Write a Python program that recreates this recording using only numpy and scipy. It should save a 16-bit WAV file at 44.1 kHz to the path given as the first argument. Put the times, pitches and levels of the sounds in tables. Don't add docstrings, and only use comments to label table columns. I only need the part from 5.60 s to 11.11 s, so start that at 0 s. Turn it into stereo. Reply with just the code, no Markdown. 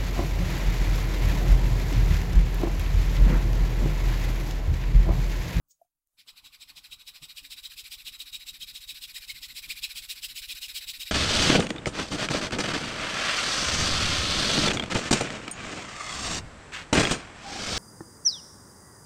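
import sys
import numpy as np
from scipy import signal
from scipy.fft import rfft, irfft, next_fast_len
from scipy.io import wavfile
from scipy.ndimage import uniform_filter1d, map_coordinates

SR = 44100
rng = np.random.default_rng(int(sys.argv[2]) if len(sys.argv) > 2 else 0)


def waveform_to_disk(signal):
    frames = np.transpose(np.atleast_2d(signal))
    scaled = np.clip(frames, -1, 1) * 32767
    samples = np.round(scaled).astype(np.int16)
    wavfile.write(sys.argv[1], SR, samples)


def voltage_ratio(level):
    return 10 ** (np.asarray(level, float) / 20)


N = 242991

# hz, level_db_per_hz
AIR_TONE = [(25, 5), (60, -12), (200, -29), (600, -16.5), (2000, -22.5), (5000, -21), (8000, -16.5),
            (12000, -13.5), (15800, -17.5)]
# time_s, level_db
AIR_LEVEL = [(0, -92), (.06, -89.5), (.12, -86), (.24, -80), (.3, -90.5), (.45, -91), (.5, -86.5),
             (.6, -78), (5.51, -64.5)]
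# hz, t60_s
ROOM_DECAY = [(300, 0.92), (3000, 0.27), (12000, 0.13)]
# hz, likeness_0_1
PORT_LIKENESS = [(60, 0.75), (130, 0.65), (290, 0.63), (640, 0.29), (1410, 0.73), (3100, 0.767),
                 (4700, 0.74), (6820, 0.997), (15000, 0.49)]
# hz, left_minus_right_db
PORT_LEAN = [(60, 6), (110, -1.5), (200, 0.5), (380, -1.5), (700, 2), (1290, -3.5), (2380, -2),
             (4400, -2.5), (8120, -4), (15000, -1)]
# hz, lead_rad
PORT_LEAD = [(0, 0.27), (1550, -0.493), (2580, -0.88), (3360, -0.87), (3790, -1.16), (5250, 1.46),
             (6980, 0.84), (15600, -0.19)]

# hz, level_db_per_hz
HANDS_TONE = [(15, -6), (28, 3.5), (60, -6), (150, -4.5), (240, -12), (283, -10.5), (360, -19), (500, -44),
              (800, -53)]
# hz, level_db_per_hz
PALM_TONE = [(250, -24), (400, -8.5), (700, -3.5), (1150, 3.5), (1500, -1), (2000, -43)]
# time_s, level_db
STILL_HANDS = [(0.0, -82), (0.18, -99), (0.21, -88), (0.41, -109), (0.6, -89)]
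# time_s, level_db
PALM_SETTLES = [(0, -86.5), (.06, -93), (.1, -104), (.45, -110)]
# peak_s, rumble_db, palm_db
GRIP_SHIFTS = [(0.591, -81, -76.5), (0.681, -78, -65.5), (.86, -82, -72.5), (1.1, -87, -76.5),
               (1.18, -83.5, -65.5), (1.33, -72.5, -71), (1.49, -84, -71), (1.56, -80, -73),
               (1.63, -65, -65.5), (2.34, -75, -72), (2.48, -69, -74.5), (3.33, -63.5, -89),
               (3.58, -71, -66), (3.69, -77, -77), (4.08, -65, -66), (4.36, -60.5, -69), (5.22, -74, -85.5),
               (5.28, -75.5, -85.5)]
# time_s, level_db
EFFORT = [(0.57, -35), (0.645, -27), (0.733, -8), (1.2, -5), (1.5, -6), (2.0, -1.5), (2.9, -0.58),
          (3.5, -1.5), (3.9, 4), (4.6, 1.48), (5.5, 3)]

# hz, level_db_per_hz
SLIDE_TONE = [(1500, -45), (2500, -25), (4500, -12), (6700, 0.5), (8500, -7.5), (12500, -31), (15000, -4),
              (15900, 1)]
# peak_s, peak_db, rise_s, fall_s (20 dB)
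SLIDES = [
    (.112, -52.5, .022, .03),
    (.15, -83, .03, .12),
    (.216, -83, .02, 0.1),
    (.474, -87, .018, 0.64),
]
# start_s, peak_db, pitch_hz, t60_s, blur_hz
TAPS = [(.108, -59, 6720, 0.13, 60), (.085, -66, 15200, .15, 500), (0.214, -40.5, 684, 0.035, 1),
        (.193, -74, 700, 0.1, 40), (.1, -84, 520, 0.18, 20), (.216, -69, 12300, .06, 1800),
        (.245, -67.5, 700, 0.071, 15), (.472, -62, 12000, .006, 1900), (1.164, -51, 166, 0.052, 3),
        (1.32, -64, 150, .06, 12), (1.612, -38.5, 154, 0.072, 3), (2.2, -56.5, 410, .05, 12)]

# pull_s, push_s, pull_db, push_db
CYCLES = [(0.567, 0.661, -51, -43.5), (0.74, 0.827, -50.5, -44), (0.905, 0.988, -49, -41.5),
          (1.063, 1.14, -46.5, -41), (1.221, 1.296, -44, -39.5), (1.368, 1.454, -48, -39),
          (1.521, 1.609, -45.5, -38.5), (1.676, 1.748, -45, -37.5), (1.823, 1.892, -45, -37),
          (1.958, 2.02, -45, -37.5),
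          (2.091, 2.156, -45, -36.5), (2.232, 2.297, -44, -35.5), (2.37, 2.44, -46, -35.5),
               (2.514, 2.579, -44.5, -36), (2.648, 2.715, -45.5, -35), (2.787, 2.852, -47, -36),
               (2.924, 2.989, -45, -37), (3.061, 3.129, -43, -36), (3.199, 3.264, -44, -35.5),
               (3.338, 3.401, -42, -35.5), (3.47, 3.53, -44, -35), (3.601, 3.666, -43, -34.5),
               (3.736, 3.806, -44.5, -35), (3.876, 3.939, -43, -33.5), (4.013, 4.076, -40.5, -31),
               (4.147, 4.211, -41, -29), (4.284, 4.342, -40.5, -31.5), (4.414, 4.476, -40, -32),
               (4.546, 4.612, -42.5, -31.5), (4.678, 4.744, -40.5, -32), (4.814, 4.874, -38.5, -32.5),
               (4.945, 5.003, -39.5, -32.5), (5.078, 5.134, -38.5, -30), (5.203, 5.262, -40.5, -31.5),
               (5.329, 5.388, -40, -32), (5.451, 5.516, -39.5, -33)]
# time_s, pull_jerkiness, push_jerkiness, pull_top_speed_place_0_1, push_top_speed_place_0_1
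MOTION = [(0.56, 6.8, 6.3, 0.35, 0.33), (0.8, 3.8, 4.4, 0.52, 0.42), (1.1, 4.9, 5, 0.44, 0.47),
          (1.38, 5.5, 3.9, .47, 0.48), (1.7, 2.9, 3.4, 0.42, 0.46), (2.05, 1.01, 2.3, 0.46, .48),
          (2.6, 1.3, 2.66, 0.48, 0.49), (3.4, 1.1, 1.93, 0.45, 0.53), (3.9, 1.2, 2.04, .49, .52),
          (4.22, 1.2, 3.66, 0.49, 0.45), (4.38, 1.32, 1.6, 0.44, 0.52), (5.5, 0.95, 1.96, 0.37, 0.49)]
# time_s, level_db
FREE_STEEL = [(0.56, -9), (0.75, 4), (1.0, -6), (1.13, -12), (1.37, 8.5), (1.68, 2.5), (2.0, 5),
              (2.12, -5.5), (2.43, 7), (2.75, 8.5), (3.0, 7), (3.27, 7.5), (3.45, -5), (3.68, -4), (3.8, 2),
              (4.2, -10), (4.5, -10.5), (5.3, 7.5)]
# start_s, top_rate_hz, level_re_stroke_db
EVEN_TEETH = [(2.373, 2700, -15), (2.438, 2770, -20), (2.577, 3010, -31.5), (2.989, 3270, -14.5),
              (3.128, 3430, -22), (3.338, 2680, -15), (3.471, 2557, -13.5), (3.531, 1994, -15),
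              (3.602, 2035, -29), (3.665, 2218, -11), (3.738, 2102, -13), (3.804, 2044, -19.5),
              (3.875, 2071, -12.5), (3.938, 2282, -18), (4.012, 2417, -8), (4.076, 2435, -8.5),
              (4.148, 2460, -10), (4.21, 2660, -15), (4.475, 2650, -24.5), (4.609, 2868, -18.5),
              (4.741, 3180, -21.5), (4.812, 2950, -15), (4.876, 2583, -15), (4.945, 2667, -20.5),
              (5.003, 3037, -14), (5.134, 3394, -26.5), (5.386, 3000, -29.5)]
# hz, level_db_per_hz
PULL_TONE = [(240, -39), (400, -57), (1020, -28), (1480, -12), (2460, 1.5), (3240, -1), (3840, 3),
             (5300, -1.5), (6680, -13), (7670, -4.5), (8410, -11.5), (10100, -8), (11600, -14.5),
             (13100, -3), (15800, -15)]
# hz, level_db_per_hz
PUSH_TONE = [(240, -52.5), (400, -29), (837, -37), (1650, -22), (2610, -4), (3090, -2.5), (3900, -1.5),
             (4270, -6), (5220, -4), (6090, -12), (7790, -6), (8670, -9), (11600, -12), (13800, -7),
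             (15800, -12)]
# pitch_hz, width_hz, level_re_fibres_db
BODY_MODES = [(1505, 50, 0), (2430, 90, -6), (3835, 90, 1), (4100, 130, -4), (5180, 200, -6),
              (7750, 220, -5), (9880, 250, -7)]

RUMBLE_DB, RUMBLE_PER_EFFORT_DB = -73, 0.62
PALM_DB, PALM_PER_EFFORT_DB = -73, 0.336
SHIFT_RISE_S, SHIFT_FALL_S = 0.024, 0.036
BLOCK_HZ, BLOCK_WIDTH_HZ, BLOCK_DB = 281, 12, 5
KNOCK_PAN_DB, TICK_PAN_DB = 4.5, 1
JOLT_DB, JOLT_SCATTER_DB = -41.5, 2.5
JOLT_LAG_S = (0.0023, 0.0071)
TREBLE_DB, TREBLE_LOSS_DB = (-2.5, -5), (0.5, 1.19)
STEEL_MODE = 2


def unit(x):
    return x / np.sqrt(np.mean(x ** 2) + 1e-20)


def along(points, hz):
    f, v = np.transpose(points)
    return np.interp(np.log(hz + 1), np.log(f + 1), v)


def curve(rows):
    return np.interp(np.arange(N) / SR, *np.transpose(rows))


def wobble(rate_hz):
    knots = rng.standard_normal(int(N * rate_hz / SR) + 4)
    return map_coordinates(knots, [np.arange(N) * rate_hz / SR])


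def swells(rows):
    t = np.arange(N) / SR
    return sum(voltage_ratio(db - 20 * np.maximum((s - t) / rise_s, (t - s) / fall_s)) for s, db, rise_s, fall_s in rows)


def filtered(x, response):
    m = next_fast_len(N + SR // 2)
    return irfft(rfft(x, m) * response(np.fft.rfftfreq(m, 1 / SR)), m)[..., :N]


def ringing(x, hz, width_hz):
    b, a = signal.iirpeak(hz, hz / width_hz, SR)
    return signal.lfilter(b, a, x)


def noise(tone):
    return unit(filtered(rng.standard_normal((2, N)), lambda hz: voltage_ratio(along(tone, hz))))


def patchy(x, depth_db):
    z = signal.stft(x, nperseg=256)[2]
    field = uniform_filter1d(rng.standard_normal(z.shape[-2:]), size=2, axis=0)
    field = uniform_filter1d(field, size=4, axis=1)
    return signal.istft(z * voltage_ratio(depth_db * unit(field)), nperseg=256)[1][..., :N]


def ports(pair):
    def turn(hz):
        return np.arccos(np.clip(along(PORT_LIKENESS, hz), 0, 1)) / 2

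    def half(hz):
        return voltage_ratio(along(PORT_LEAN, hz) / 2) * np.exp(0.5j * along(PORT_LEAD, hz))

    mid, side = filtered(pair, lambda hz: np.array([np.cos(turn(hz)), np.sin(turn(hz))]))
    return filtered(np.array([mid + side, mid - side]), lambda hz: np.array([half(hz), 1 / half(hz)]))


def air():
    return voltage_ratio(curve(AIR_LEVEL)) * ports(patchy(noise(AIR_TONE), depth_db=3.5))


def shop(x):
    hz, t, z = signal.stft(rng.standard_normal((2, SR // 3)), SR, nperseg=256)
    decay = voltage_ratio(-60 * t / along(ROOM_DECAY, hz)[:, None])
    tail = signal.istft(z * decay, SR, nperseg=256)[1]
    late = np.pad(x, ((0, 0), (300, 0)))
    return signal.fftconvolve(late, tail / np.linalg.norm(tail[0]), axes=1)[:, :N]


def strokes():
    cycles = np.array(CYCLES)
    start, db = cycles[:, :2].ravel(), cycles[:, 2:].ravel()
    way = np.arange(len(start)) % 2
    s, *motion = np.transpose(MOTION)
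    pull_jerk, push_jerk, pull_top, push_top = [np.interp(start, s, column) for column in motion]
    jerk = np.choose(way, [pull_jerk, push_jerk])
    top = np.choose(way, [pull_top, push_top])
    treble_db = np.take(TREBLE_DB, way) - np.take(TREBLE_LOSS_DB, way) * jerk
    steel_db = np.interp(start, *np.transpose(FREE_STEEL))
    return np.array([start, db, top, jerk, treble_db, steel_db])


def hand():
    start, _, top = strokes()[:3]
    count = np.interp(np.arange(N) / SR, start, np.arange(len(start)))
    index = np.minimum(count.astype(int), len(start) - 2)
    skew = np.log(0.5) / np.log(np.clip(top, 0.2, 0.8)[index])
    phase = np.clip(count - index, 0, 1) ** skew
    return index, np.abs(np.sin(np.pi * phase))


def grip(moving):
    effort_db = curve(EFFORT)
    rumble_shift, palm_shift = [
        swells([(row[0], row[k], SHIFT_RISE_S, SHIFT_FALL_S) for row in GRIP_SHIFTS]) for k in (1, 2)]
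    rumble = np.where(moving, voltage_ratio(RUMBLE_DB + RUMBLE_PER_EFFORT_DB * effort_db), voltage_ratio(curve(STILL_HANDS)))
    palm = np.where(moving, voltage_ratio(PALM_DB + PALM_PER_EFFORT_DB * effort_db), voltage_ratio(curve(PALM_SETTLES)))
    return rumble + rumble_shift, palm + palm_shift


def hands(index, speed):
    rumble_gain, palm_gain = grip(index > 0)
    rumble = rumble_gain * voltage_ratio(-1.5 + 3.7 * wobble(25.11) + 2.2 * speed) * noise(HANDS_TONE)
    rumble = rumble + voltage_ratio(BLOCK_DB) * ringing(rumble, BLOCK_HZ, BLOCK_WIDTH_HZ)
    palm = palm_gain * voltage_ratio(-4 + 3.33 * speed) * patchy(noise(PALM_TONE), depth_db=4)
    return rumble + palm


def steel_slides():
    return swells(SLIDES) * patchy(noise(SLIDE_TONE), depth_db=3)


def taps():
    out, t = np.zeros((2, N)), np.arange(SR // 4) / SR
    for s, db, hz, t60_s, blur_hz in TAPS:
        pan_db = KNOCK_PAN_DB if hz < 2000 else TICK_PAN_DB
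        wander = map_coordinates(rng.standard_normal(4000), [t * np.clip(3 * blur_hz, 1, 15000)])
        turns = 2 * np.pi * np.cumsum(hz + blur_hz * wander) / SR
        swell = 1 - np.exp(-(t * hz / 2) ** 2)
        ring = np.sin(turns) * voltage_ratio(-60 * t / t60_s) * swell
        i = round(s * SR)
        out[:, i:i + len(t)] += voltage_ratio(db + pan_db * np.array([[0.5], [-0.5]])) * ring
    return out


def jolts():
    lead = SR // 20
    out, t = np.zeros((2, N + SR)), np.arange(-lead, lead) / SR
    relax = np.where(t < 0, 0.7 * np.exp(t / 0.01), np.exp(-t / 0.014))
    swing = np.tanh(t / 0.0041) * relax
    for k, start in enumerate(strokes()[0]):
        effort_db = np.interp(start, *np.transpose(EFFORT))
        db = JOLT_DB + effort_db + JOLT_SCATTER_DB * rng.standard_normal((2, 1))
        i = round((start + JOLT_LAG_S[k % 2]) * SR)
        out[:, i:i + len(t)] += (-1) ** k * voltage_ratio(db - 6) * swing
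    corner_hz = np.array([[14], [32]])
    swayed = filtered(out[:, lead:][:, :N], lambda hz: hz ** 2 / (hz ** 2 + corner_hz ** 2))
    return swayed * voltage_ratio([[2], [-1.5]])


def teeth(index, speed):
    start, stroke_db = strokes()[:2]
    rate_hz, gain = np.zeros((2, len(start)))
    for s, hz, db in EVEN_TEETH:
        k = np.argmin(np.abs(start - s))
        rate_hz[k], gain[k] = hz, voltage_ratio(stroke_db[k] + db + 11.5)
    turns = 2 * np.pi * np.cumsum(rate_hz[index] * speed * (1 + 0.02456 * wobble(400))) / SR
    tone = np.sin(turns) + 0.198 * np.sin(2 * turns) + 0.023 * np.sin(3 * turns)
    tone = tone * gain[index] * speed ** 8 * voltage_ratio(2.5 * wobble(150))
    tone = filtered(tone, lambda f: 1 / (1 + (1800 / (f + 1)) ** 6))
    return np.array([tone, -0.6 * tone])


def fibre_drive(speed, snaps_hz, spread_db, smooth):
    when, how_big, sign = rng.random((3, 2, N))
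    size = voltage_ratio(np.minimum(-spread_db * np.log(how_big + 1e-4), 13)) * np.sign(sign - 0.5)
    snaps = (when < snaps_hz * (0.2 + speed) / SR) * size
    return unit(unit(snaps) + smooth * rng.standard_normal((2, N)))


def fibres(index, speed):
    _, db, _, jerk, treble_db, steel_db = strokes()[:, index]
    threshold = 0.27 + 0.045 * jerk
    bite = speed ** (0.85 * jerk) / (1 + (threshold / (speed + 1e-3)) ** 5)
    slide = 0.13 * np.where(index > 0, (speed + 0.019) ** 0.0167, speed)
    level = voltage_ratio(db - 3 + 0.65 * wobble(60) + 0.2 * wobble(200))
    drive = fibre_drive(speed, snaps_hz=4923, spread_db=1.5, smooth=1.762) * level * (bite + slide)
    hz = np.linspace(0, SR / 2, num=2048)
    torn = 0
    for way, tone in enumerate([PULL_TONE, PUSH_TONE]):
        norm = np.sqrt(np.mean(voltage_ratio(2 * along(tone, hz))))
        torn = torn + filtered(drive * (index % 2 == way), lambda f: voltage_ratio(along(tone, f)) / norm)
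    treble = filtered(torn, lambda f: 1 / (1 + (6000 / (f + 1)) ** 8))
    out = torn + treble * (voltage_ratio(treble_db + 2 + 5.1 * (1 - speed)) - 1)
    strength_db = 1.37 * rng.standard_normal((index.max() + 1, len(BODY_MODES)))
    for k, (mode_hz, width_hz, mode_db) in enumerate(BODY_MODES):
        ring_db = mode_db + 0.8 * wobble(70) + strength_db[index, k] + steel_db * (k == STEEL_MODE)
        out = out + ringing(torn * np.sqrt(speed) * voltage_ratio(ring_db), mode_hz, width_hz)
    return patchy(out, depth_db=2.4)


def scene():
    index, speed = hand()
    rasp = fibres(index, speed) + teeth(index, speed)
    near = ports(rasp + steel_slides() + hands(index, speed))
    room = voltage_ratio([[-15], [-13.5]]) * shop(near)
    return air() + room + taps() + jolts() + near


def band_limit(x):
    return signal.sosfilt(signal.butter(12, 16010, fs=SR, output="sos"), x)


def record(dry):
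    kept = filtered(dry, lambda hz: hz < 15760)
    return band_limit(kept)


dry = scene()
out = record(dry)
waveform_to_disk(out)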